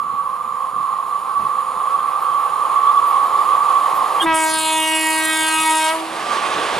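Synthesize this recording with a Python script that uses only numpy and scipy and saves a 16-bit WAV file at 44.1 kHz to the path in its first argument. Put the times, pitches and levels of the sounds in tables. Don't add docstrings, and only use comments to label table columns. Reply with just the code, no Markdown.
import sys
import numpy as np
from scipy import signal
from scipy.fft import rfft, irfft, next_fast_len
from scipy.io import wavfile
from scipy.ndimage import uniform_filter1d

SR = 44100
rng = np.random.default_rng(int(sys.argv[2]) if len(sys.argv) > 2 else 0)


def transcribe(signal):
    frames = np.atleast_2d(signal).T
    limited = np.clip(frames, -1, 1)
    pcm = np.round(limited * 32767).astype(np.int16)
    wavfile.write(sys.argv[1], SR, pcm)


def volts(x):
    e = np.asarray(x, float) / 20
    return 10 ** e


N = 299439

# (time [s], level [dB])
HORN = [
    (4.215, -43),
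    (4.251, -17.5),
    (4.266, -20),
    (4.32, -18.5),
    (4.361, -19),
    (5.55, -18),
    (5.887, -16.5),
    (5.95, -19.5),
    (6.24, -44),
]
# (level at the start [dB], rise while nearing [dB/s], ducking [dB], step as the wheels draw level [dB])
SONG = (-24, 2.5, 31, 5.5)
# (frequency [Hz], level [dB])
LEAN_RAILS = [(500, -2), (1000, -8), (1200, -8), (1300, -2), (3000, 0), (9000, 0)]
LEAN_HORN = [(60, -0.5), (150, -0.5), (380, -0.73), (950, 0.24), (2380, -0.52), (5980, -0.73), (15000, 0.0)]
# (frequency [Hz], phase [rad])
LEAD = [(0, 0), (1290, 0.65), (1980, 0.33), (6370, 0.68), (7240, 0.89), (7670, 0.58), (15200, 0.28)]
LEAD_HORN = [(0, 0), (600, 0.64), (2150, 0.47), (3270, 0.0053), (3530, 0.18), (5770, 0.043), (15200, 0.0)]
SONG_FULL_S = 2.98


def evened(x):
    return x / np.sqrt(np.mean(abs(x) ** 2) + 1e-20)


def read(points, hz):
    f, value = np.transpose(points)
    return np.interp(np.log(hz + 1), np.log(f + 1), value)


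def curve(rows, t):
    s, *columns = np.transpose(rows)
    return [np.interp(t, s, c) for c in columns]


def bump(t, s, length):
    return np.exp(-((t - s) / length) ** 2)


def drift(t, top_hz):
    speeds = np.geomspace(top_hz / 12, top_hz, num=12)
    return evened(sum(np.sin(2 * np.pi * (f * t + rng.random())) for f in speeds))


def long_drift(t, top_hz):
    return drift(t[::64], top_hz).repeat(64)[:N]


def resonate(x, hz, width):
    turn = np.exp(2j * np.pi * hz * np.arange(x.shape[-1]) / SR)
    r = np.exp(-np.pi * width / SR)
    return 2 * (turn * signal.lfilter([1], np.convolve([1, -r], [1, -r]), x / turn)).real


def ports(pair, lean, lead):
    # (frequency [Hz], share [0-1])
    likeness = [(60, 1), (400, 0.99), (1000, 0.85), (2400, 0.92), (6000, 0.87), (15000, 0.97)]
    size = next_fast_len(N)
    hz = np.fft.rfftfreq(size, 1 / SR)
    a, b = rfft(pair, size)
    same = np.clip(read(likeness, hz), 0, 1)
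    tilt = volts(read(lean, hz) / 2) * np.exp(.5j * read(lead, hz))
    left = a * tilt
    right = (same * a + np.sqrt(1 - same ** 2) * b) / tilt
    return irfft([left, right], size)[:, :N]


def noise(field_db, patchy_db, flicker_db):
    frames = N // 256 + 5
    hz = np.fft.rfftfreq(1024, 1 / SR)[:, None]
    t = np.arange(frames) * 256 / SR
    a, b, c, d, patches = rng.standard_normal((frames, 513, 5)).T
    patches = uniform_filter1d(patches, size=14, axis=0)
    patches = evened(uniform_filter1d(patches, size=12, axis=1))
    gain = volts(field_db(hz, t) + patchy_db * patches + flicker_db * drift(t, 30))
    spectra = np.array([a + 1j * b, c + 1j * d]) * gain
    return signal.istft(spectra, nperseg=1024, noverlap=768)[1][:, :N]


def layer_db(layer, t, full_s=9):
    # (time [s], share of the ducking [0-1])
    ducking = [
        (4.23, 0.04),
        (4.3, 0.65),
        (4.6, 0.8),
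        (5.85, 0.88),
        (5.98, 0.68),
        (6.25, 0.66),
        (6.5, 0.49),
        (6.79, 0.58),
    ]
    level_s, level_rise_s = 6.27, 0.02
    start_db, rise_db, duck_db, level_db = layer
    wheels = 1 / (1.5 + np.exp((level_s - t) / level_rise_s))
    nearing_db = rise_db * np.minimum(t, full_s)
    return start_db + nearing_db - duck_db * curve(ducking, t)[0] + level_db * wheels


def axles_db(t):
    # (time [s], level [dB])
    axles = [
        (6.08, 0),
        (6.19, 8.5),
        (6.34, 11),
        (6.47, 3.5),
        (6.64, 3),
    ]
    return sum(db * bump(t, s, 0.053) for s, db in axles)


def wind():
    # (frequency [Hz], density [dB/Hz])
    colour = [(20, -11), (60, -14), (150, 1.5), (300, -3), (600, -15.5), (2000, -66)]
    # (time [s], level [dB], length [s])
    gusts = [(.07, -45, 0.069), (0.266, -49, 0.083), (.6, -52, 0.15), (0.799, -40.5, 0.033),
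             (1.43, -38, 0.041), (1.76, -53, .04), (3.5, -63, 0.13), (4.074, -47, 0.039),
             (4.297, -36, 0.047), (4.62, -47, 0.13), (5.13, -51, .06), (5.432, -45, 0.035),
             (5.607, -48, .04), (6.3, -51, 0.092), (6.54, -46, 0.056), (6.66, -51, .04), (6.79, -36, .05)]
    breeze_db = -52

    def field_db(hz, t):
        power = volts(2 * breeze_db) + sum(volts(2 * db) * bump(t, s, length) for s, db, length in gusts)
        return read(colour, hz) + 10 * np.log10(power)

    lumps = noise(field_db, patchy_db=0.0, flicker_db=2.5)
    return volts(-8.5) * np.array([lumps[0], 0.81 * lumps[0] + 0.52 * lumps[1]])


def yard(x):
    # (frequency [Hz], time to fall 60 dB [s])
    decay = [(300, 0.057), (1000, 0.043), (4000, 0.75), (12000, 0.55)]
    taps = np.zeros((2, SR // 2))
    slots = np.arange(400, SR // 2 - 20, 20)
    at = slots + rng.integers(0, 20, (2, len(slots)))
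    np.put_along_axis(taps, at, rng.choice([-1., 1.], at.shape), 1)
    hz, t, z = signal.stft(taps, SR, nperseg=256)
    tail = signal.istft(z * volts(-60 * t / read(decay, hz)[:, None]), SR, nperseg=256)[1]
    return signal.fftconvolve(x.mean(0)[None], tail / np.linalg.norm(tail[0]), axes=1)[:, :N]


def whine():
    pitches = [523, 1079]
    levels = [-25, -6.5]
    waver_hz, swell_db = 2, 2
    t = np.arange(N) / SR
    tones = np.zeros(N)
    for hz, db in zip(pitches, levels):
        turns = np.cumsum(hz + waver_hz * long_drift(t, 12)) / SR
        tones += volts(db + swell_db * long_drift(t, 6.2)) * np.sin(2 * np.pi * turns)
    return volts(layer_db(SONG, t, SONG_FULL_S)) * ports([tones, 0 * tones], LEAN_RAILS, LEAD)


def rails():
    pitches = [494, 523, 1050, 1080, 1140, 1178, 1260, 1319, 1540, 3188, 4130, 7000, 9480]
    # (width [Hz], level [dB])
    modes = [(13.9, -29.5), (6, -34), (22, -10), (14, -8), (48.4, 1.5), (25.5, -7), (44, -23),
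             (17.2, -16.5), (32, -27.5), (6, -38.5), (20, -40.5), (400, -34.5), (300, -31.5)]
    size, t = next_fast_len(N), np.arange(N) / SR
    f = np.fft.rfftfreq(size, 1 / SR)
    shake = rfft(rng.standard_normal((2, N)) * [[1], [.35]], size)
    song = np.zeros((2, N))
    for hz, (width, db) in zip(pitches, modes):
        ring = irfft(shake / (1 + 2j * (f - hz) / width) ** 2, size)[:, :N]
        song += volts(db + 1.9 * long_drift(t, 2.733)) * evened(ring)
    level_db = layer_db(SONG, t, SONG_FULL_S) + axles_db(t) - 2.0
    return volts(level_db) * ports(evened(song), LEAN_RAILS, LEAD)


def roar():
    # (time [s], share of the passing colour [0-1])
    nearness = [
        (0, 0.29),
        (4.2, 0.46),
        (5.9, 0.55),
        (6.3, 1),
        (6.8, 1),
    ]
    # (frequency [Hz], density [dB/Hz])
    far_colour = [(30, -33), (100, -46), (300, -28.5), (470, -16.5), (545, -18), (630, -17), (850, -0.5),
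                  (1320, -1.5), (1370, -22), (2150, -18), (4000, -24), (6000, -35), (8200, -30.5),
                  (10500, -19), (15500, -31)]
    near_colour = [(30, -62), (120, -15.5), (400, 0.5), (900, 5.5), (1400, 0), (2200, -10), (3200, -12),
                   (5700, -23.5), (9500, -24.5), (11500, -34), (15500, -59)]
    # (frequency [Hz], level [dB])
    lean_far = [(100, -4), (400, -4.5), (1000, -1), (2400, 2.5), (8000, 0)]
    lean_near = [(60, -17), (180, 3.5), (550, -3.5), (1650, -4), (4970, -4.5), (15000, 1)]
    # (start [dB], rise [dB/s], ducking [dB], step at the wheels [dB])
    low_layer = (-39, 3.5, 20.5, 0.5)
    treble_layer = (-56.5, 3.5, 8, 3.5)

    def field_db(hz, t):
        low_db = layer_db(low_layer, t) + 0.067 * axles_db(t)
        high_db = layer_db(treble_layer, t) + 0.23 * axles_db(t)
        treble = np.clip(np.log2((hz + 1) / 1200), 0, 1)

        def levelled(colour):
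            return read(colour, hz) - (1 - treble) * read(colour, 790) - treble * read(colour, 2370)

        far, near = levelled(far_colour), levelled(near_colour)
        return far + curve(nearness, t)[0] * (near - far) + low_db + treble * (high_db - low_db)

    pair = noise(field_db, patchy_db=0.92, flicker_db=0.67)
    near, = curve(nearness, np.arange(N) / SR)
    return volts(-9) * ((1 - near) * ports(pair, lean_far, LEAD) + near * ports(pair, lean_near, LEAD))


def squeals():
    # (time [s], length [s], frequency [Hz], width [Hz], level [dB])
    friction = [
        (.93, 0.052, 1900, 50, -48),
        (1.4, 0.048, 13000, 2520, -60),
        (2.19, .07, 13100, 500, -50),
        (2.3, 0.34, 13000, 120, -59),
        (3.05, 0.086, 12700, 1500, -46),
        (3.23, .06, 13000, 902.3, -52),
        (3.93, .07, 12040, 2500, -41),
    ]
    # (time [s], length [s], frequency [Hz], width [Hz], level [dB])
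    puff = [
        (4.215, 0.021, 8740, 150, -31),
        (4.205, 0.055, 9250, 4000, -33),
        (4.202, .03, 14000, 1490, -45),
    ]
    # (time [s], length [s], overtone [number], level [dB])
    squeak = [
        (4.2, .05, 5, -28),
        (4.2, .04, 9, -27),
        (4.197, .042, 10, -20),
        (4.215, .04, 11, -30),
    ]
    squeak_hz, squeak_width_hz = 324, 40
    valve = [(s, length, k * squeak_hz, squeak_width_hz, db) for s, length, k, db in squeak]
    out = np.zeros((2, N))
    for s, length, hz, width, db in friction + puff + valve:
        burst = resonate(rng.standard_normal((2, 12000)), hz, width)
        burst = burst[:, 1000:][:, :round(length * SR)]
        count = burst.shape[1]
        out[:, round(s * SR):][:, :count] += volts(db) * evened(burst) * np.hanning(count) ** .5
    return ports(out, LEAN_HORN, LEAD_HORN)


SETTLED_HZ = 317.2


def horn_hz(t):
    slack_hz, fill_s, sag_hz_per_s = 18, .075, .6
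    shut_s, empty_s, empty_hz = 5.88, .04, 8
    since = t - HORN[0][0]
    filling = slack_hz * np.exp(-since / fill_s)
    emptying = empty_hz * (1 - np.exp(-np.maximum(t - shut_s, 0) / empty_s))
    return SETTLED_HZ + filling - sag_hz_per_s * since + emptying


def horn():
    # (frequency [Hz], level [dB])
    bell = [(316, -8), (633, -11), (950, 0.5), (1266, -7), (2200, -7.5), (2900, -10), (4100, -17.5),
            (6000, -26.5), (7300, -18.5), (8300, -17), (9200, -12.5), (10100, -16.5), (11000, -21.5),
            (15500, -41)]
    # (time [s], lag [ms])
    ground_lag = [
        (4.215, .08),
        (4.43, .135),
        (4.6, .245),
        (5.0, .4),
        (5.15, .44),
        (5.45, .63),
        (5.7, .93),
        (5.85, 1.26),
        (6.24, 2.8),
    ]
    top_khz = [.35, .5, 3.8, 4.3, 17, 16, 8, 1.1, .25]
    ground, roof = 0.77, 0.12
    rough_ms = 0.44
    slack_db_per_hz, choke_s, choke_db = 1.22, 0.51, -6.5

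    size = next_fast_len(round((HORN[-1][0] - HORN[0][0]) * SR))
    t = HORN[0][0] + np.arange(size) / SR
    slow = t[::32]
    s, db = np.transpose(HORN)
    pressure_db = np.interp(slow, s, db)
    reach_khz = np.exp(np.interp(slow, s, np.log(top_khz)))
    delay_ms, = curve(ground_lag, slow)
    turns = np.cumsum(horn_hz(t) + .2 * drift(t, 25)) / SR
    boom_db = slack_db_per_hz * (horn_hz(slow) - SETTLED_HZ) + choke_db * bump(slow, HORN[4][0], choke_s)

    spin, phasor, tone = np.exp(2j * np.pi * turns), 1, np.zeros((2, size))
    eddies = [drift(slow, 130) for _ in range(6)]
    for k in range(1, 49):
        f = 316.5 * k
        top = min(f / 9000, 1)
        lag = np.exp(-2j * np.pi * f * delay_ms / 1000)
        echo = 1 + ground * np.exp(-top * delay_ms / rough_ms) * lag + roof * lag ** 2.76
        share = k / 12 % 1 * np.pi / 2
        eddy = np.cos(share) * eddies[k // 12] + np.sin(share) * eddies[k // 12 + 1]
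        waver = (.08 + .05 * min(k, 3)) * (drift(slow, 10) + 1j * drift(slow, 9))
        flutter = np.exp(waver + .36 * top ** 1.6 * eddy)
        apart = np.exp((0.11 + 0.024 * top) * 1j * drift(slow, 8) * np.array([[1], [-1]]))
        spread = np.exp(1j * (.006 * k * k + .55 * top * rng.standard_normal()))
        colour_db = read(bell, f) - 45 * np.maximum(np.log2(f / reach_khz / 1000), 0)
        gain = volts(colour_db + boom_db * (k == 1)) * echo * flutter * apart * spread
        phasor = phasor * spin
        tone += (gain.repeat(32, axis=1)[:, :size] * phasor).real

    puffs = 0.64 + np.exp(-(turns % 1) / 0.54)
    puffs = puffs * ([[1, -0.067], [1, -0.014]] @ rng.standard_normal((2, size)))
    hz = np.fft.rfftfreq(size, 1 / SR)
    hiss = irfft(rfft(puffs) * volts(read(bell, hz)) * hz ** 1.2, size)
    hiss *= np.interp(t, [4.32, 4.36, 5.9, 6.02], [0.073, 1, 0.68, 0.11])
    leak_db = np.interp(t, [5.45, 5.75], [-20, -14.5])
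    both = volts(np.interp(t, slow, pressure_db)) * (evened(tone) + volts(leak_db) * evened(hiss))
    tilt = volts(read(LEAN_HORN, hz) / 2) * np.exp(.5j * read(LEAD_HORN, hz))
    out = np.zeros((2, N))
    out[:, round(t[0] * SR):][:, :size] = irfft(rfft(both) * [tilt, 1 / tilt], size)
    return out


def scene():
    blast = horn()
    train = whine() + rails() + roar()
    return wind() + train + squeals() + blast + volts(-11.0) * yard(blast)


def roll_off(x):
    return signal.sosfilt(signal.butter(12, 15670, fs=SR, output="sos"), x)


def record(dry):
    soft = 0.97 * np.tanh(dry / 0.86)
    edge = signal.firwin(511, 15700, window=("kaiser", 9), fs=SR)
    cut = signal.oaconvolve(soft, edge[None], "same")
    return roll_off(cut)


dry = scene()
out = record(dry)
transcribe(out)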